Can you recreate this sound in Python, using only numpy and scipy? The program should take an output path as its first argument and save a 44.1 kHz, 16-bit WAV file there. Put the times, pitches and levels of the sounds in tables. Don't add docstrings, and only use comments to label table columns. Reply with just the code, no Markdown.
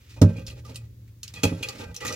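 import sys
import numpy as np
from scipy import signal
from scipy.fft import rfft, irfft
from scipy.io import wavfile
from scipy.ndimage import uniform_filter1d

SR = 44100
rng = np.random.default_rng(int(sys.argv[2]) if len(sys.argv) > 2 else 0)


def natural_amplitude(level_db):
    exponent = np.asarray(level_db, float) / 20
    return 10 ** exponent


def log_audio(samples):
    frames = np.atleast_2d(samples).T
    limited = np.clip(frames, -1, 1)
    pcm = np.round(limited * 32767).astype(np.int16)
    wavfile.write(sys.argv[1], SR, pcm)


N = 94815

# (pitch [Hz], level [dB], time to fade by 60 dB [s])
PIPE_MODES = [(492.4, 2, 0.071), (526.5, -4.5, 0.14), (826, -2.5, 0.073), (1211, -4.5, 0.13),
              (1360, -17.5, 0.085), (1562, -14, 0.27), (1958, -9.5, 0.15), (2430, -9, 0.15),
              (2510, -13.5, 0.12), (2543, -6, 0.12), (2850, -17.5, 0.067), (3170, -25.5, 0.08),
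              (4030, -31, 0.045), (4600, -21, 0.13)]
# (pitch [Hz], level [dB], time to fade by 60 dB [s])
BLADE_MODES = [(2513, -3.5, 0.16), (2595, -3, 0.1), (2782, -8.5, 0.077), (3302, -3, 0.066),
               (4234, 0, 0.012), (4800, -4, 0.0076), (6600, -20, 0.031), (6940, -36, 0.021),
               (7260, -24, 0.089), (11170, -27, 0.45)]


def level(x, db):
    return x * natural_amplitude(db) / np.sqrt(np.mean(x ** 2))


def colour(x, points):
    hz, db = np.array(points).T
    log_gain = np.interp(np.log(np.arange(513) * SR / 1024 + 1), np.log(hz), db) * np.log(10) / 20
    cepstrum = irfft(log_gain)
    cepstrum[1:512] *= 2
    cepstrum[513:] = 0
    response = irfft(np.exp(rfft(cepstrum)))
    return signal.fftconvolve(x, response / np.sqrt(np.sum(response ** 2)))[:len(x)]


def ring(x, modes):
    out = 0
    for hz, db, t60 in modes:
        decay = np.exp(-np.log(1000) / (t60 * SR))
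        turn = 2 * np.pi * hz / SR
        feedback = [1, -2 * decay * np.cos(turn), decay * decay]
        out = out + natural_amplitude(db) * signal.lfilter([np.sin(turn)], feedback, x)
    return out


def wobble(rate, size=N):
    k = int(SR / rate)
    smooth = uniform_filter1d(uniform_filter1d(rng.standard_normal(size), k), k)
    return np.sqrt(1.5 * k) * smooth


def strokes():
    # (start [s], length [s], pipe level [dB], grit level [dB], panel level [dB])
    stroke_list = [(-.03, 0.11, -84, -65.5, -73), (0.08, 0.078, -85, -60.5, -88),
                   (0.159, 0.026, -58, -62, -30.5), (0.212, 0.098, -56, -59.5, -27.5),
                   (0.318, 0.1, -55, -61, -61), (0.444, 0.087, -63, -60.5, -41),
                   (0.551, 0.042, -63.5, -61.5, -44.5), (0.632, 0.066, -59.5, -63.5, -41),
                   (0.68, 0.054, -58.5, -60.5, -40), (0.733, 0.12, -65.5, -68.5, -51),
                   (1.233, 0.078, -84, -60.5, -60), (1.319, 0.21, -58.5, -56, -39.5),
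                   (1.44, 0.062, -44, -51, -30.5), (1.519, 0.11, -55.5, -56, -35),
                   (1.634, 0.062, -42.5, -50, -75), (1.671, 0.15, -54, -53, -36),
                   (1.779, 0.066, -41.5, -54, -33.5), (1.861, 0.062, -51.5, -66, -38),
                   (1.967, 0.046, -51.5, -69, -80), (1.999, .05, -35, -45.5, -62),
                   (2.044, 0.05, -45.5, -45, -32.5), (2.08, 0.055, -41.5, -48, -26)]
    rise_share, fall_s = 0.27, 0.035
    t, out = np.arange(N) / SR, np.zeros((3, N))
    for start, length, *db in stroke_list:
        rise = np.clip((t - start) / (rise_share * length), 0, 1)
        fall = np.exp(-np.clip(t - start - length, 0, None) / fall_s * 3)
        out += natural_amplitude(np.array(db))[:, None] * rise * fall
    return out


def slips():
    slips_per_s, spread_db = 3000, 3
    patchy_db, patches_per_s = 2.6, 140
    hit = rng.random(N) < slips_per_s / SR
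    size = natural_amplitude(spread_db * np.clip(rng.exponential(size=N), 0, 2))
    clicks = hit * size * np.sign(rng.standard_normal(N))
    friction = level(clicks, -3) + rng.standard_normal(N)
    return level(friction, 0) * natural_amplitude(patchy_db * wobble(patches_per_s))


def gripped(x, modes):
    grip_db, grips_per_s = 3, 20
    return sum(ring(x, [mode]) * natural_amplitude(grip_db * wobble(grips_per_s)) for mode in modes)


def snaps():
    # (time [s], peak level [dB], centre [Hz], chatter fade by 60 dB [s], pipe ring [dB])
    snap_list = [(0.094, -53, 4660, 0.16, 15.5), (0.216, -22, 5480, 0.049, 5.5),
                 (0.3629, -52, 2540, 0.24, 22), (0.4664, -35.5, 5133, 0.078, -12),
                 (0.4768, -44.5, 2510, 0.052, 21), (0.498, -47, 4230, 0.14, 14.5),
                 (0.6487, -51, 5070, 0.14, 3), (0.6936, -48.5, 3900, 0.058, 11),
                 (0.7443, -45, 5440, 0.087, 14), (0.7571, -31.5, 8140, 0.048, 7),
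                 (1.0763, -57.5, 2230, 0.075, 10), (1.2309, -32, 6860, 0.047, 4),
                 (1.277, -38.5, 5340, 0.034, -21), (1.3364, -42, 3660, 0.16, 15),
                 (1.3587, -52, 2500, 0.2, 28.5), (1.433, -15, 2710, 0.072, 15.5),
                 (1.6258, -31.5, 3280, 0.085, 18), (1.686, -23, 4650, 0.031, 5),
                 (1.9426, -39, 3360, 0.083, 12), (1.963, -28, 5850, 0.035, 9),
                 (2.0488, -28.5, 1780, 0.1, -7), (2.065, -31, 6800, 0.071, 16),
                 (2.0766, -31.5, 5800, 0.13, -8), (2.1233, -34, 5740, 0.13, -9)]
    # (frequency [Hz], level [dB])
    crack_tone = [(880, -45), (1500, -39), (2450, 6.5), (6430, 3.5), (15200, 2), (16500, -49)]
    chatter_db, rise_s = 4, 0.0015
    t = np.arange(6000) / SR
    crack, kick = np.zeros(N + 6000), np.zeros(N + 6000)
    for start, db, hz, t60, ring_db in snap_list:
        loudness = natural_amplitude(chatter_db * wobble(750, size=len(t)) - 60 * t / t60 + db)
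        burst = rng.standard_normal(len(t)) * loudness * np.minimum(t / rise_s, 1)
        bright = signal.lfilter(*signal.iirpeak(min(hz, 15000), 1 / 0.17, fs=SR), burst)
        i = int(start * SR)
        crack[i:i + len(t)] += 0.52 * colour(burst, crack_tone) + natural_amplitude(2.5) * bright
        kick[i:i + len(t)] += natural_amplitude(ring_db) * burst
    blade = 0.069 * natural_amplitude(-24) * ring(kick[:N], BLADE_MODES)
    pipe = 0.0087 * gripped(np.diff(kick)[:N], PIPE_MODES)
    return crack[:N] + blade + pipe


def tool(pipe, grit):
    # (frequency [Hz], level per Hz [dB])
    grit_tone = [(410, -42.5), (700, -21), (1940, -7), (3030, -9), (7010, -13), (16000, -21.5)]
    pipe_ring = 0.025 * gripped(pipe * slips(), PIPE_MODES)
    scrape = colour(grit * slips(), grit_tone)
    blade_ring = 0.018 * ring(grit * slips(), BLADE_MODES)
    return pipe_ring + scrape + blade_ring + snaps()


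def squeaks():
    # (start [s], length [s], pitch [Hz], level [dB])
    squeal_list = [(.167, 0.024, 2477, -57.5), (.358, 0.026, 2444, -51), (0.65, 0.022, 1200, -49.5),
                   (1.36, 0.023, 1211, -58), (1.437, .01, 2510, -31), (1.6273, 0.0096, 2433, -31.5),
                   (1.628, 0.0068, 2817, -34.5), (1.644, 0.0052, 2538, -31.5), (1.681, 0.027, 1211, -46),
                   (1.803, .11, 1562, -52), (1.821, 0.043, 826, -51.5), (2.013, 0.014, 1958, -45),
                   (2.035, 0.021, 1211, -40), (2.079, 0.0034, 4030, -34), (2.083, 0.025, 1958, -40.5),
                   (2.1, 0.018, 1211, -40)]
    t, out = np.arange(N) / SR, 0
    for start, length, hz, db in squeal_list:
        rise = np.clip((t - start) * 500, 0, 1)
        fall = natural_amplitude(-60 * np.clip(t - start - length, 0, None) / 0.02)
        loudness = natural_amplitude(db + 2.0 * wobble(200))
        tone = np.sin(2 * np.pi * hz * t + 0.5 * wobble(hz / 12))
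        out = out + loudness * rise * fall * tone
    return out


def ticks():
    # (time [s], peak level [dB], pitch [Hz], time to fade by 60 dB [s])
    tick_list = [(0.2153, -26, 5530, 0.0082), (.2195, -31, 4900, 0.007), (0.4657, -35.5, 5600, .012),
                 (0.478, -44, 4240, 0.02), (0.48, -42, 7000, .025), (0.502, -41.5, 2850, .025),
                 (0.757, -35, 4500, .006), (1.231, -38.5, 4320, .02), (1.4327, -18.5, 6720, 0.0054),
                 (1.435, -17, 3264, 0.014), (1.629, -31.5, 3470, 0.024), (1.6332, -31, 6640, 0.019),
                 (1.6858, -24, 5900, 0.0021), (1.6883, -23.5, 4580, 0.0027), (1.693, -29, 6900, 0.011),
                 (1.9643, -27, 6050, 0.0052), (2.0507, -27, 1230, 0.009), (2.055, -33, 1890, 0.064),
                 (2.0668, -27, 6460, 0.0079), (2.0797, -26, 6800, 0.0048), (2.08, -45, 3200, 0.0033),
                 (2.112, -33, 1340, .015), (2.126, -26, 5260, 0.0044)]
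    t, out = np.arange(N) / SR, 0
    for start, db, hz, t60 in tick_list:
        fade = natural_amplitude(db - 60 * np.clip(t - start, 0, 1) / t60)
        out = out + fade * np.sin(2 * np.pi * hz * (t - start)) * (t > start)
    return out


def panel(rub):
    # (time [s], level [dB], contact time [ms], direction and strength [-1 to 1])
    blow_list = [(0.2145, -24, 1.1, -0.92), (.2168, -16, 1.42, 0.96), (0.2181, -7, 2.04, 0.94),
                 (0.2194, -11, 2.6, -0.43), (0.2249, -6, 2.85, 0.81), (0.2355, -12, 2.46, 0.79),
                 (1.433, -29.5, 0.69, -0.42), (1.4376, -21, 1.18, -0.74), (1.34, -38.5, 3, 0.53),
                 (0.332, -44, 1.7, 0.45), (0.359, -38.5, 1.2, -0.65), (0.383, -24, 3.03, 0.5),
                 (0.698, -45, 0.85, 0.67), (1.4357, -19, 1.98, 0.63), (1.443, -18, 1.1, 0.59),
                 (1.4539, -18.5, 0.84, 0.66), (1.468, -29, 2.8, 1), (1.517, -23, 1.8, 0.6),
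                 (1.524, -24, 2.06, 0.87), (1.537, -36, 2.7, 1), (1.609, -27.5, 1.76, 0.4),
                 (1.751, -38, 2.1, 0.56), (1.8, -34, 1.66, .7), (1.376, -33.5, 5.9, 0.77),
                 (1.861, -32, 5.1, 0.8), (1.896, -31, 4.83, 0.94), (2.048, -37.5, 1.9, 1)]
    # (pitch [Hz], level [dB], time to fade by 60 dB [s])
    panel_modes = [(62, -43, 0.31), (100.5, 5, 0.21), (130.2, -9.5, 0.22), (170.7, -2.5, 0.29),
                   (220.1, -5, 0.31), (257.6, 0, 0.14), (278.3, 1.5, 0.092), (306.6, -3, 0.17),
                   (400, -9.5, 0.18), (471.7, 9.5, 0.034), (536, -2.5, 0.27), (600, -5.5, 0.23),
                   (700, -11.5, 0.072), (826, 4, 0.043)]
    # (pitch [Hz], level [dB], time to fade by 60 dB [s])
    knocked_modes = [(539, 1, 0.85), (837, -11, 0.086), (1343, -13.5, 0.57), (1211, -15.5, 0.25),
                     (1565, -8.5, 0.76), (2510, -9.5, 0.52), (1640, -9, .3), (1954, -22, 0.15)]
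    rattle_hz, rattle_t60_s = 580, 0.03
    t, force = np.arange(N) / SR, 0
    for start, db, ms, direction in blow_list:
        push = np.sin(np.pi * np.clip((t - start) * 1000 / ms, 0, 1))
        force = force + direction * natural_amplitude(db) * push * 1000 / ms / SR
    shake = signal.lfilter([1], [1, -natural_amplitude(-60 / rattle_t60_s / SR)], np.abs(force))
    band = signal.iirpeak(rattle_hz, 0.8, fs=SR)
    rattle = signal.lfilter(*band, signal.lfilter(*band, shake * rng.standard_normal(N)))
    jolt = np.diff(force, n=2, prepend=[0, 0])
    return ring(force + rub, panel_modes) + natural_amplitude(1) * rattle + natural_amplitude(26.5) * ring(jolt, knocked_modes)


def room(x):
    t60_s, bass_hz = 0.095, 690
    t = np.arange(int(0.3 * SR)) / SR
    tail = rng.standard_normal((2, len(t))) * natural_amplitude(-60 * t / t60_s) * (t > 0.0006)
    tail = signal.sosfilt(signal.butter(4, bass_hz, "high", fs=SR, output="sos"), tail)
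    tail = tail / np.sqrt(np.sum(tail[0] ** 2))
    return natural_amplitude(-2.5) * signal.fftconvolve(x[None], tail, axes=1)[:, :N]


def floor():
    # (frequency [Hz], level per Hz [dB])
    quiet_tone = [(25, -13.5), (60, -4), (124, -11.5), (160, -20), (520, -29), (640, -41), (8000, -45),
                  (15000, -36.5)]
    # (time [s], rumble level [dB])
    lean_curve = [
        (0, -51),
        (.09, -46.5),
        (.3, -34),
        (1.2, -46.5),
    ]
    hum_hz, drift_hz, hum_db = 115.7, 3.12, -54.5
    points_hz, points_db = np.array(quiet_tone).T
    hz = np.arange(N // 2 + 1) * SR / N + 1
    gain = natural_amplitude(np.interp(np.log(hz), np.log(points_hz), points_db))
    width = [hz ** 0, np.clip(hz / 900, 0.1, 1)]
    noise = rfft(rng.standard_normal((2, N)))
    mid, side = irfft(noise * gain * width, N + 1)[:, :N]
    both = level(np.array([mid + side, mid - side]), -53)
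    low = signal.sosfilt(signal.butter(2, 400, fs=SR, output="sos"), both)
    hum = np.sin(2 * np.pi * np.cumsum(hum_hz + drift_hz * wobble(11.4)) / SR)
    hum = hum * natural_amplitude(3.3 * wobble(8.9))
    lean = natural_amplitude(np.interp(np.arange(N) / SR, *np.array(lean_curve).T) + 51)
    return both - low + (low + level(hum, hum_db)) * lean


def scene():
    pipe, grit, rub = strokes()
    hand = tool(pipe, grit) + squeaks() + ticks()
    board = panel(0.0036 * rub * slips())
    direct = hand + board
    side = natural_amplitude(-5.5) * tool(pipe, grit)
    side = side + natural_amplitude(-4) * signal.hilbert(hand).imag
    high_pass = signal.butter(2, 422, "high", fs=SR, output="sos")
    side = side - natural_amplitude(-7) * signal.sosfiltfilt(high_pass, board)
    balance = natural_amplitude(np.array([[-1.5], [1.5]]) / 2)
    ports = (direct + side * np.array([[1], [-1]])) * balance
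    return ports + room(direct) + floor()


def roll_off(x):
    return signal.sosfilt(signal.butter(12, 16970, fs=SR, output="sos"), x)


def record(dry):
    x = signal.sosfilt(signal.butter(3, 62.5, "high", fs=SR, output="sos"), dry)
    x = signal.sosfilt(signal.cheby1(8, 0.5, 15900, fs=SR, output="sos"), x)
    top = signal.sosfiltfilt(signal.butter(8, 7700, "high", fs=SR, output="sos"), x)
    mix = np.clip(x - (1 - natural_amplitude(-6.5)) * top, -1, 1)
    return roll_off(mix)


dry = scene()
out = record(dry)
log_audio(out)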